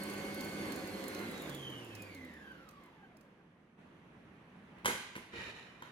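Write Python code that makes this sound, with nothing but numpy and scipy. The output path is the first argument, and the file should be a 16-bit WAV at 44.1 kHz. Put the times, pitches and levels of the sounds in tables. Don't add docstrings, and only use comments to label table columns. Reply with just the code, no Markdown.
import sys
import numpy as np
from scipy import signal
from scipy.fft import rfft, irfft, next_fast_len
from scipy.io import wavfile
from scipy.ndimage import uniform_filter1d, map_coordinates

SR = 44100
rng = np.random.default_rng(int(sys.argv[2]) if len(sys.argv) > 2 else 0)


def wav_record(signal):
    frames = np.transpose(np.atleast_2d(signal))
    bounded = np.clip(frames, -1, 1)
    quanta = np.round(bounded * 32767).astype(np.int16)
    wavfile.write(sys.argv[1], SR, quanta)


N = 260861
T = np.arange(N) / SR

# (time [s], speed [turns/s])
ROTOR_SPEED = [(0, 182), (.65, 182), (.8, 179), (1.0, 174.6), (1.15, 171.8), (1.28, 167.5), (1.4, 157.5),
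               (1.65, 131.6), (1.9, 113), (2.2, 86.5), (2.5, 65), (2.8, 46), (3.1, 29.5), (3.5, 12)]
# (rotor speed [turns/s], level [dB])
UNBALANCE = [(35, -90), (66, -71), (88, -62), (105, -58), (145, -52), (165, -65), (182, -71)]
# (frequency [Hz], width [Hz], level [dB])
FRAME_MODES = [(255, 45, 8), (340, 28, 4), (492, 22, 2), (530, 16, 0), (558, 14, -3)]
# (offset [rotor turns], relative level [dB], blur [rotor turns])
SIDEBANDS = [(-2, -13, .3), (-1, -6, .2), (0, 1, .04), (0, -2, .5), (1, -5, .15), (2, -8, .25),
             (4, -13, .3)]
HARMONICS_DB = [1, -8, -12.5]
# (frequency [Hz], relative level [dB])
RADIATED = [(400, -65.5), (750, -74), (1200, -66), (1600, -56.5), (2600, -56.5), (3100, -56), (3380, -56),
            (3700, -54.5), (4370, -58)]
# (frequency [Hz], relative level [dB])
RADIATED_HIGH = [(1000, -88), (1600, -72), (2200, -76), (3100, -75), (3800, -72), (4600, -71.5),
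                 (5300, -74), (6200, -68), (7000, -66), (8200, -70), (8740, -62), (9600, -75), (11400, -69),
                 (13100, -64)]
# (frequency [Hz], width [Hz], level [dB])
CASING_MODES = [(620, 26, 5), (738, 26, 16.5), (842, 45, 13.5), (1150, 43, 14.5), (1580, 60, 12),
                (2073, 76, 13), (2480, 49, 3), (2820, 45, 8), (3113, 84, 13), (3480, 140, 6.5),
                (4570, 290, 1)]
# (multiple of rotor speed, level at each of three dial settings [dB])
LOADED_TONES = [(4.165, -62.5, -61, -72), (8.33, -57.5, -64.5, -58.5), (11.5, -60.5, -62, -71),
                (12, -55, -66, -62), (12.55, -69, -61, -56.5)]
DIAL_DOWN_S = [0.69, 1.05]
# (frequency [Hz], level [dB])
MAINS_HUM = [(102, -65), (204, -51.5), (302, -55.5), (404, -56.5), (528, -65)]
# (frequency [Hz], relative density [dB])
GROWL = [(18, -57), (30, -22), (91, -13), (124, -14), (194, -1.5), (226, -6), (310, 0.5), (429, -8.5),
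         (539, -5.5), (668, -17), (737, -13), (900, -17.5), (1170, -48), (1980, -120)]
# (frequency [Hz], relative density [dB])
WHIRR = [(350, -49), (600, -8.5), (741, -8.5), (1000, -2), (1110, 0), (1350, -7), (1530, -2.5),
         (1940, -4.5), (2140, -3.5), (2330, -5.5), (3410, -9), (4500, -19.5), (5850, -23), (9900, -120)]
# (frequency [Hz], relative density [dB])
HISS = [(2350, -73), (4000, -12), (4370, -3.5), (5430, -9.5), (6990, -4.5), (7670, -14), (8630, -7),
        (9880, -12), (11600, -5), (14000, -16.5), (15500, -20), (16300, -34.5)]
# (time [s], relative level [dB])
TICKS = [(0.0343, -29.5), (0.097, -36.5), (0.1366, -38), (0.179, -42), (0.2478, -45), (0.343, -34.5),
         (0.407, -33), (0.446, -36.5), (0.4918, -44), (0.656, -44), (0.72, -33.5), (0.759, -34.5),
         (0.873, -39.5), (1.039, -36.5), (1.08, -31), (1.1468, -36.5), (1.1902, -41), (1.311, -39),
         (1.3768, -43), (1.4194, -36), (1.495, -35.5), (1.546, -36), (1.698, -44), (1.8462, -45),
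         (1.9502, -38), (1.959, -49), (2.0202, -38.5), (2.031, -49), (2.147, -43), (2.2473, -49),
         (2.3376, -52), (2.5176, -60), (2.6885, -46), (2.7095, -53), (2.8355, -55), (2.8589, -60),
         (3.1682, -53), (3.2093, -53)]
# (frequency [Hz], relative level [dB], t60 [s])
WIRE_MODES = [(2520, -9, .03), (3660, -7, .014), (4370, 6, .01), (5240, 0, .012), (6150, 0, .016),
              (9300, 3, .012), (10500, 0, .012), (11680, 2, .016), (13100, -5, .01), (14400, -8, .009)]
# (frequency [Hz], relative level [dB], t60 [s])
BOWL_MODE = (7150, 0, 0.025)
# (share of the round, low modes [dB], bowl mode [dB])
WALL = [(0.02, -5, -5), (0.11, -17, -3), (0.31, -4.5, -8), (0.43, -16, 2), (0.58, -4, -5),
        (0.65, -1.5, -15), (0.78, -11, 2)]
# (time [s], relative level [dB], treble [dB], body [dB], thud [dB], rattle [dB])
LEVER_CONTACTS = [(4.783, -48.5, -15, -3, 0, 0), (4.846, -30.5, -9, 3, -1, -4), (4.856, -21, 3.5, 5, 0, 4),
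                  (4.861, -23, 0.5, 0, -1.5, 0), (4.88, -25, -5.5, -1, 0, 5.5),
                  (4.899, -28, -5, -6, -1.5, 0), (5.153, -33, -14, -2.5, -10, -8),
                  (5.162, -35, -2, -4, 8, -6), (5.177, -45.5, -2, 10.5, 1, -6),
                  (5.334, -41.5, -18, -4, 10, 8), (5.821, -41.5, -6.5, 8, -3, 3.5)]
# (frequency [Hz], relative density [dB])
CLACK = [(47, -50), (80, -7), (228, 1.5), (260, 0.5), (332, -9), (485, -3), (707, -16), (987, -5.5),
         (1400, -12), (1760, -10), (2060, -2), (3100, -7), (5120, -16), (11400, -13), (16300, -29)]
# (frequency [Hz], width [Hz], relative level [dB])
HOUSING_MODES = [(200, 71, -6.5), (356, 53, 0), (481.5, 24, 5.5), (980, 100, 2.5), (1495, 120, 3.5),
                 (2000, 180, 3), (2130, 83, 3), (3110, 57, 0.5), (3760, 64, -30), (4860, 470, -33),
                 (6830, 210, -6), (10340, 450, -10.5)]
# (start [s], length [s], level [dB], shudder re slide [dB], fade after the slide [dB/s])
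SLIDES = [(5.307, 0.19, -47.5, -9, 196), (5.52, 0.12, -56.5, -16, 60), (5.8, 0.062, -66.5, -9, 60)]
# (frequency [Hz], relative density [dB])
RUB = [(240, -30), (400, 4.5), (536, -2), (777, -7.5), (950, -2), (1140, -7.5), (1270, -4), (1500, -4),
       (1850, 4), (2150, -3), (2500, -1.5), (2970, -1.5), (3310, -11), (3750, -5.5), (4300, -8.5),
       (4700, -18), (5200, -17.5), (6300, -22.5), (7200, -23.5), (7700, -30.5), (10200, -29), (16000, -47)]
# (frequency [Hz], width [Hz], relative level [dB])
STREAKS = [(903, 40, -10), (1270, 17, -4), (1915, 54, -1), (2400, 46, 3), (2990, 23, 0.5), (3750, 90, 1),
           (4660, 80, -12), (7140, 130, -15)]
# (time [s], low band level [dB], high band level [dB])
AIR_LEVELS = [(2.9, -62.5, -66), (3.77, -65.5, -71.5), (3.79, -59, -64.5), (4.45, -59.5, -64),
              (4.83, -58.5, -61.5), (5.3, -62.5, -63.5), (5.9, -61, -62.5)]
# (frequency [Hz], relative density [dB])
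AIR_LOW = [(15, -47), (25, -23.5), (75, -13), (113, -9.5), (188, -2.5), (303, -9), (335, -10), (461, -13),
           (800, -25.5), (1040, -47), (1760, -120)]
# (frequency [Hz], relative density [dB])
AIR_HIGH = [(320, -30), (550, -7.5), (959, -4.5), (1180, -5), (1300, -7), (1930, -7), (3200, -16),
            (3510, -20), (5360, -32), (5800, -28), (7260, -35.5), (11100, -34.5), (12200, -36),
            (13000, -69)]
# (frequency [Hz], t60 [s])
KITCHEN_T60 = [(150, 0.39), (1000, 0.63), (4000, 0.89), (12000, 0.41)]
# (frequency [Hz], left-right correlation)
ALIKE = [(60, 0.98), (230, 0.985), (380, 0.8), (950, 0.4), (2380, 0.03), (5980, -0.14), (15000, 0.02)]
# (frequency [Hz], left over right [dB])
LEAN = [(60, -0.5), (130, 0), (290, -2.5), (640, -2), (1410, -2), (3100, -3.5), (6820, -3), (15000, -1.5)]
# (frequency [Hz], left lead [rad])
LAG = [(500, 0), (1100, .4), (2200, -1.9), (3100, -3.3)]

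SWITCH_OFF_S, REST_S = 1.44, 3.5
BARS = 24
DRIVEN_BLUR = 0.4
MESH_ORDER, MESH_DB, MESH_DB_OCT = 3.07, -54, 12
GROWL_DB, WHIRR_DB, HISS_DB = -44.5, -49.5, -57
GROWL_DB_OCT, WHIRR_DB_OCT, HISS_DB_OCT = 10, 9, 13
UNLOADED_DB = -1.5
ORBIT_TURNS = 56.8
RING_DB = 27
RATTLES_PER_S, RATTLE_DB, RATTLE_T60_S = 350, -10.5, 0.28
SLIDE_RISE_S, SLIDE_TREBLE_DB, STREAK_DB = 0.066, -15.5, -17
TOP_HZ = 16200


def motor():
    turns, = curves(ROTOR_SPEED)
    running = np.clip((REST_S - T) / 0.048, 0, 1)
    current = np.clip((SWITCH_OFF_S - T) / 0.128, 0, 1)
    return running * (shaft(turns) + whine(turns, current)) + current * (load_tones(turns) + mains_hum())


def shaft(turns):
    octaves = np.log2(turns / turns[0])
    mesh_hz = MESH_ORDER * turns
    frame = sum(abs(resonances([mode])(mesh_hz)) ** 2 for mode in FRAME_MODES)
    mesh_gain = amp(MESH_DB + MESH_DB_OCT * octaves) * frame * amp(4.0 * wobble(7.1))
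    unbalance_gain = amp(along(UNBALANCE, turns))
    unbalance = unbalance_gain * tone(turns, blur_hz=1.65, flutter_db=1.0, rate=20)
    return unbalance + mesh_gain * tone(mesh_hz, blur_hz=1.65, flutter_db=1.0, rate=20)


def whine(turns, current):
    loose = 1 - (1 - DRIVEN_BLUR) * current

    def cluster(harmonic):
        lines = 0
        for offset, db, blur in SIDEBANDS:
            blur_hz = loose * blur * harmonic * turns + 3
            lines = lines + amp(db) * tone((harmonic * BARS + offset) * turns, blur_hz, flutter_db=4, rate=120)
        return unit(lines)

    bare = amp(along(RADIATED, BARS * turns)) * cluster(1)
    for harmonic, db in enumerate(HARMONICS_DB, 2):
        bare = bare + amp(db + along(RADIATED_HIGH, harmonic * BARS * turns)) * cluster(harmonic)
    return amp(-4.5 + 0.78 * wobble(24.99)) * (bare + filtered(bare, resonances(CASING_MODES)))


def load_tones(turns):
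    dial = sum(np.clip((T - start) / 0.056, 0, 1) for start in DIAL_DOWN_S)
    total = 0
    for order, *levels_db in LOADED_TONES:
        gain = amp(np.interp(dial, range(len(levels_db)), levels_db))
        total = total + gain * tone(order * turns, blur_hz=1.5, flutter_db=1.2, rate=20)
    return total


def mains_hum():
    return sum(amp(db) * tone(np.full(N, hz), blur_hz=3.82, flutter_db=1.5, rate=25) for hz, db in MAINS_HUM)


def drive():
    turns, = curves(ROTOR_SPEED)
    octaves = np.log2(turns / turns[0])
    unloaded = np.clip((T - SWITCH_OFF_S) / 0.22, 0, 1)
    running = amp(UNLOADED_DB * unloaded) * np.clip((REST_S - T) / 0.12, 0, 1)
    load = wobble(9.25)
    growl = amp(GROWL_DB + GROWL_DB_OCT * octaves + 1.0 * load) * rush(GROWL, patchy_db=0.5)
    whirr = amp(WHIRR_DB + WHIRR_DB_OCT * octaves + 0.6 * load) * rush(WHIRR, patchy_db=1.5)
    hiss = amp(HISS_DB + HISS_DB_OCT * octaves + 0.33 * wobble(31.0)) * rush(HISS, patchy_db=2.5)
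    return running * (growl + whirr + hiss)


def whisk():
    out, t = np.zeros(N + SR), T[:SR // 8]
    rise = 1 - np.exp(-t / 0.004)
    low = [mode for mode in WIRE_MODES if mode[0] < BOWL_MODE[0]]
    high = [mode for mode in WIRE_MODES if mode[0] > BOWL_MODE[0]]
    rounds = np.cumsum(curves(ROTOR_SPEED)[0]) / SR / ORBIT_TURNS
    place, place_low_db, place_bowl_db = np.transpose(WALL)
    for s, db in TICKS:
        start = round(s * SR)
        low_db = np.interp(rounds[start], place, place_low_db, period=1)
        bowl_db = np.interp(rounds[start], place, place_bowl_db, period=1)
        ring = ringing(high, t, 3)
        ring = ring + amp(low_db + 7) * ringing(low, t, 3.5)
        ring = ring + amp(bowl_db) * ringing([BOWL_MODE], t, 1)
        colour = [(2500, -53), (4000, low_db + 9.0), (6500, low_db + 4.5), (9000, 0.0)]  # Hz, dB
        grit = unit(filtered(rng.standard_normal(len(t)), lambda hz: amp(along(colour, hz))))
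        crack = 3.2 * amp(-60 * t / 0.022) * grit
        out[start:][:len(t)] += amp(db - 10.5) * (ring + crack) * rise
    dry = out[:N]
    return direct(dry, pan_db=-9.0, lead_s=-0.000287) + amp(-8.5) * room(dry)


def lever():
    bursts, rings, t = np.zeros(N + SR), np.zeros(N + SR), T[:SR // 4]
    rise = np.clip(t / 0.002, 0, 1) ** 2
    blow = np.arange(len(t)) == 60
    for s, db, treble_db, body_db, thud_db, rattle_db in LEVER_CONTACTS:
        start = round(s * SR)
        tilt = [(300, thud_db), (1100, body_db), (2600, 0), (7000, treble_db)]  # Hz, dB
        noise = rng.standard_normal(len(t))
        burst = unit(filtered(noise, lambda hz: amp(along(CLACK, hz) + along(tilt, hz))))
        shaken = [(hz * (1 + 0.04 * rng.standard_normal()), width, level + along(tilt, hz))
                  for hz, width, level in HOUSING_MODES]
        hits = (rng.random(len(t)) < RATTLES_PER_S / SR) * rng.standard_normal(len(t))
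        chatter = hits * amp(RATTLE_DB + rattle_db - 60 * t / RATTLE_T60_S)
        ring = filtered(chatter + blow, resonances(shaken))
        bursts[start:][:len(t)] += amp(db - 5.0) * burst * amp(-60 * t / 0.043) * rise
        rings[start:][:len(t)] += amp(db + RING_DB) * ring
    dry, to_room = (bursts + rings)[:N], (bursts + amp(-6) * rings)[:N]
    return direct(dry, pan_db=-2, lead_s=0.00025) + amp(-2) * room(to_room)


def hinge():
    sliding, shaking = 0, 0
    for start, length, db, shudder_db, fade in SLIDES:
        onset = np.clip((T - start) / SLIDE_RISE_S, 0, 1)
        move = amp(db - fade * np.maximum(T - start - length, 0)) * onset
        sliding = sliding + move
        shaking = shaking + amp(shudder_db) * move
    grit = unit(amp(1.2 * wobble(900) + 0.7 * wobble(150) + 0.4 * wobble(30)))
    rub = rush(RUB, patchy_db=0.7)
    streaks = 0
    for hz, width, db in STREAKS:
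        band = unit(filtered(rub, resonances([(hz, width, 0)])))
        streaks = streaks + amp(db + 3.2 * wobble(11)) * band
    top = unit(filtered(rub, lambda hz: hz > 5000))
    body = unit(filtered(rub, lambda hz: hz < 5000))
    rough = body + amp(SLIDE_TREBLE_DB) * top + amp(STREAK_DB) * streaks
    shudder = rush([(25, -30), (60, -3), (110, 0), (300, -5), (500, -14), (700, -60)], patchy_db=1.5)
    return sliding * grit * rough + shaking * shudder


def air():
    low_db, high_db = curves(AIR_LEVELS)
    low = amp(low_db + 0.66 * wobble(4.264)) * rush(AIR_LOW, patchy_db=0.5)
    return low + amp(high_db) * rush(AIR_HIGH, patchy_db=1.1)


def room(x):
    hz, t, z = signal.stft(rng.standard_normal((2, SR)), SR, nperseg=256)
    decay = amp(-60 * t / along(KITCHEN_T60, hz)[:, None])
    tail = paired(signal.istft(z * decay, SR, nperseg=256)[1], np.ones_like)
    tail = tail / np.linalg.norm(tail[0])
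    return signal.fftconvolve(np.pad(x, (350, 0))[None], tail, axes=1)[:, :N]


def direct(x, pan_db, lead_s):
    sides = np.array([[1], [-1]])
    return filtered(x, lambda hz: amp(sides * pan_db / 2) * np.exp(1j * np.pi * hz * lead_s * sides))


def paired(two, colour):
    def spread(hz):
        angle = np.arccos(np.clip(along(ALIKE, hz), -1, 1)) / 2
        return colour(hz) * [np.cos(angle), np.sin(angle)]

    def half(hz):
        return amp(along(LEAN, hz) / 2) * np.exp(0.5j * along(LAG, hz))

    a, b = filtered(two, spread)
    return filtered(np.array([a + b, a - b]), lambda hz: np.array([half(hz), 1 / half(hz)]))


def rush(spectrum, patchy_db):
    z = signal.stft(rng.standard_normal((2, N)), nperseg=512)[2]
    field = uniform_filter1d(rng.standard_normal(z.shape[1:]), size=5, axis=0)
    field = uniform_filter1d(field, size=8, axis=1)
    two = signal.istft(z * amp(patchy_db * unit(field)), nperseg=512)[1][:, :N]
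    return unit(paired(two, lambda hz: amp(along(spectrum, hz))))


def tone(hz, blur_hz, flutter_db, rate):
    phase = 2 * np.pi * (np.cumsum(hz + blur_hz * wobble(rate)) / SR + rng.random())
    apart = np.minimum(hz / 2000, 0.8) * (1 + 0.25 * wobble(10)) * [[1], [-1]]
    flutter = unit(amp(flutter_db * wobble(rate)))
    return np.sqrt(2) * flutter * np.sin(phase + apart) * amp([[-1], [1]])


def ringing(modes, t, spread_db):
    total = 0
    for hz, db, t60 in modes:
        decay = amp(db + spread_db * rng.standard_normal() - 60 * t / t60)
        struck_hz = hz * (1 + 0.025 * rng.standard_normal())
        total = total + decay * np.sin(2 * np.pi * (struck_hz * t + rng.random()))
    return total


def resonances(modes):
    def response(f):
        return sum((-1) ** k * amp(db) * 1j * f * width / (hz * hz - f * f + 1j * f * width)
                   for k, (hz, width, db) in enumerate(modes))
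    return response


def filtered(x, response):
    m = next_fast_len(x.shape[-1] + 8192)
    return irfft(rfft(x, m) * response(np.fft.rfftfreq(m, 1 / SR)), m)[..., :x.shape[-1]]


def wobble(rate):
    return map_coordinates(rng.standard_normal(int(N * rate / SR) + 4), [T * rate])


def curves(rows):
    s, *cols = np.transpose(rows)
    return [np.interp(T, s, c) for c in cols]


def along(points, hz):
    f, v = np.transpose(points)
    return np.interp(np.log(hz + 1), np.log(f + 1), v)


def unit(x):
    return x / np.sqrt(np.mean(x ** 2) + 1e-20)


def amp(db):
    return 10 ** (np.asarray(db) / 20)


def scene():
    return motor() + drive() + whisk() + lever() + hinge() + air()


def record(dry):
    return filtered(dry, lambda hz: hz < TOP_HZ)


dry = scene()
out = record(dry)
wav_record(out)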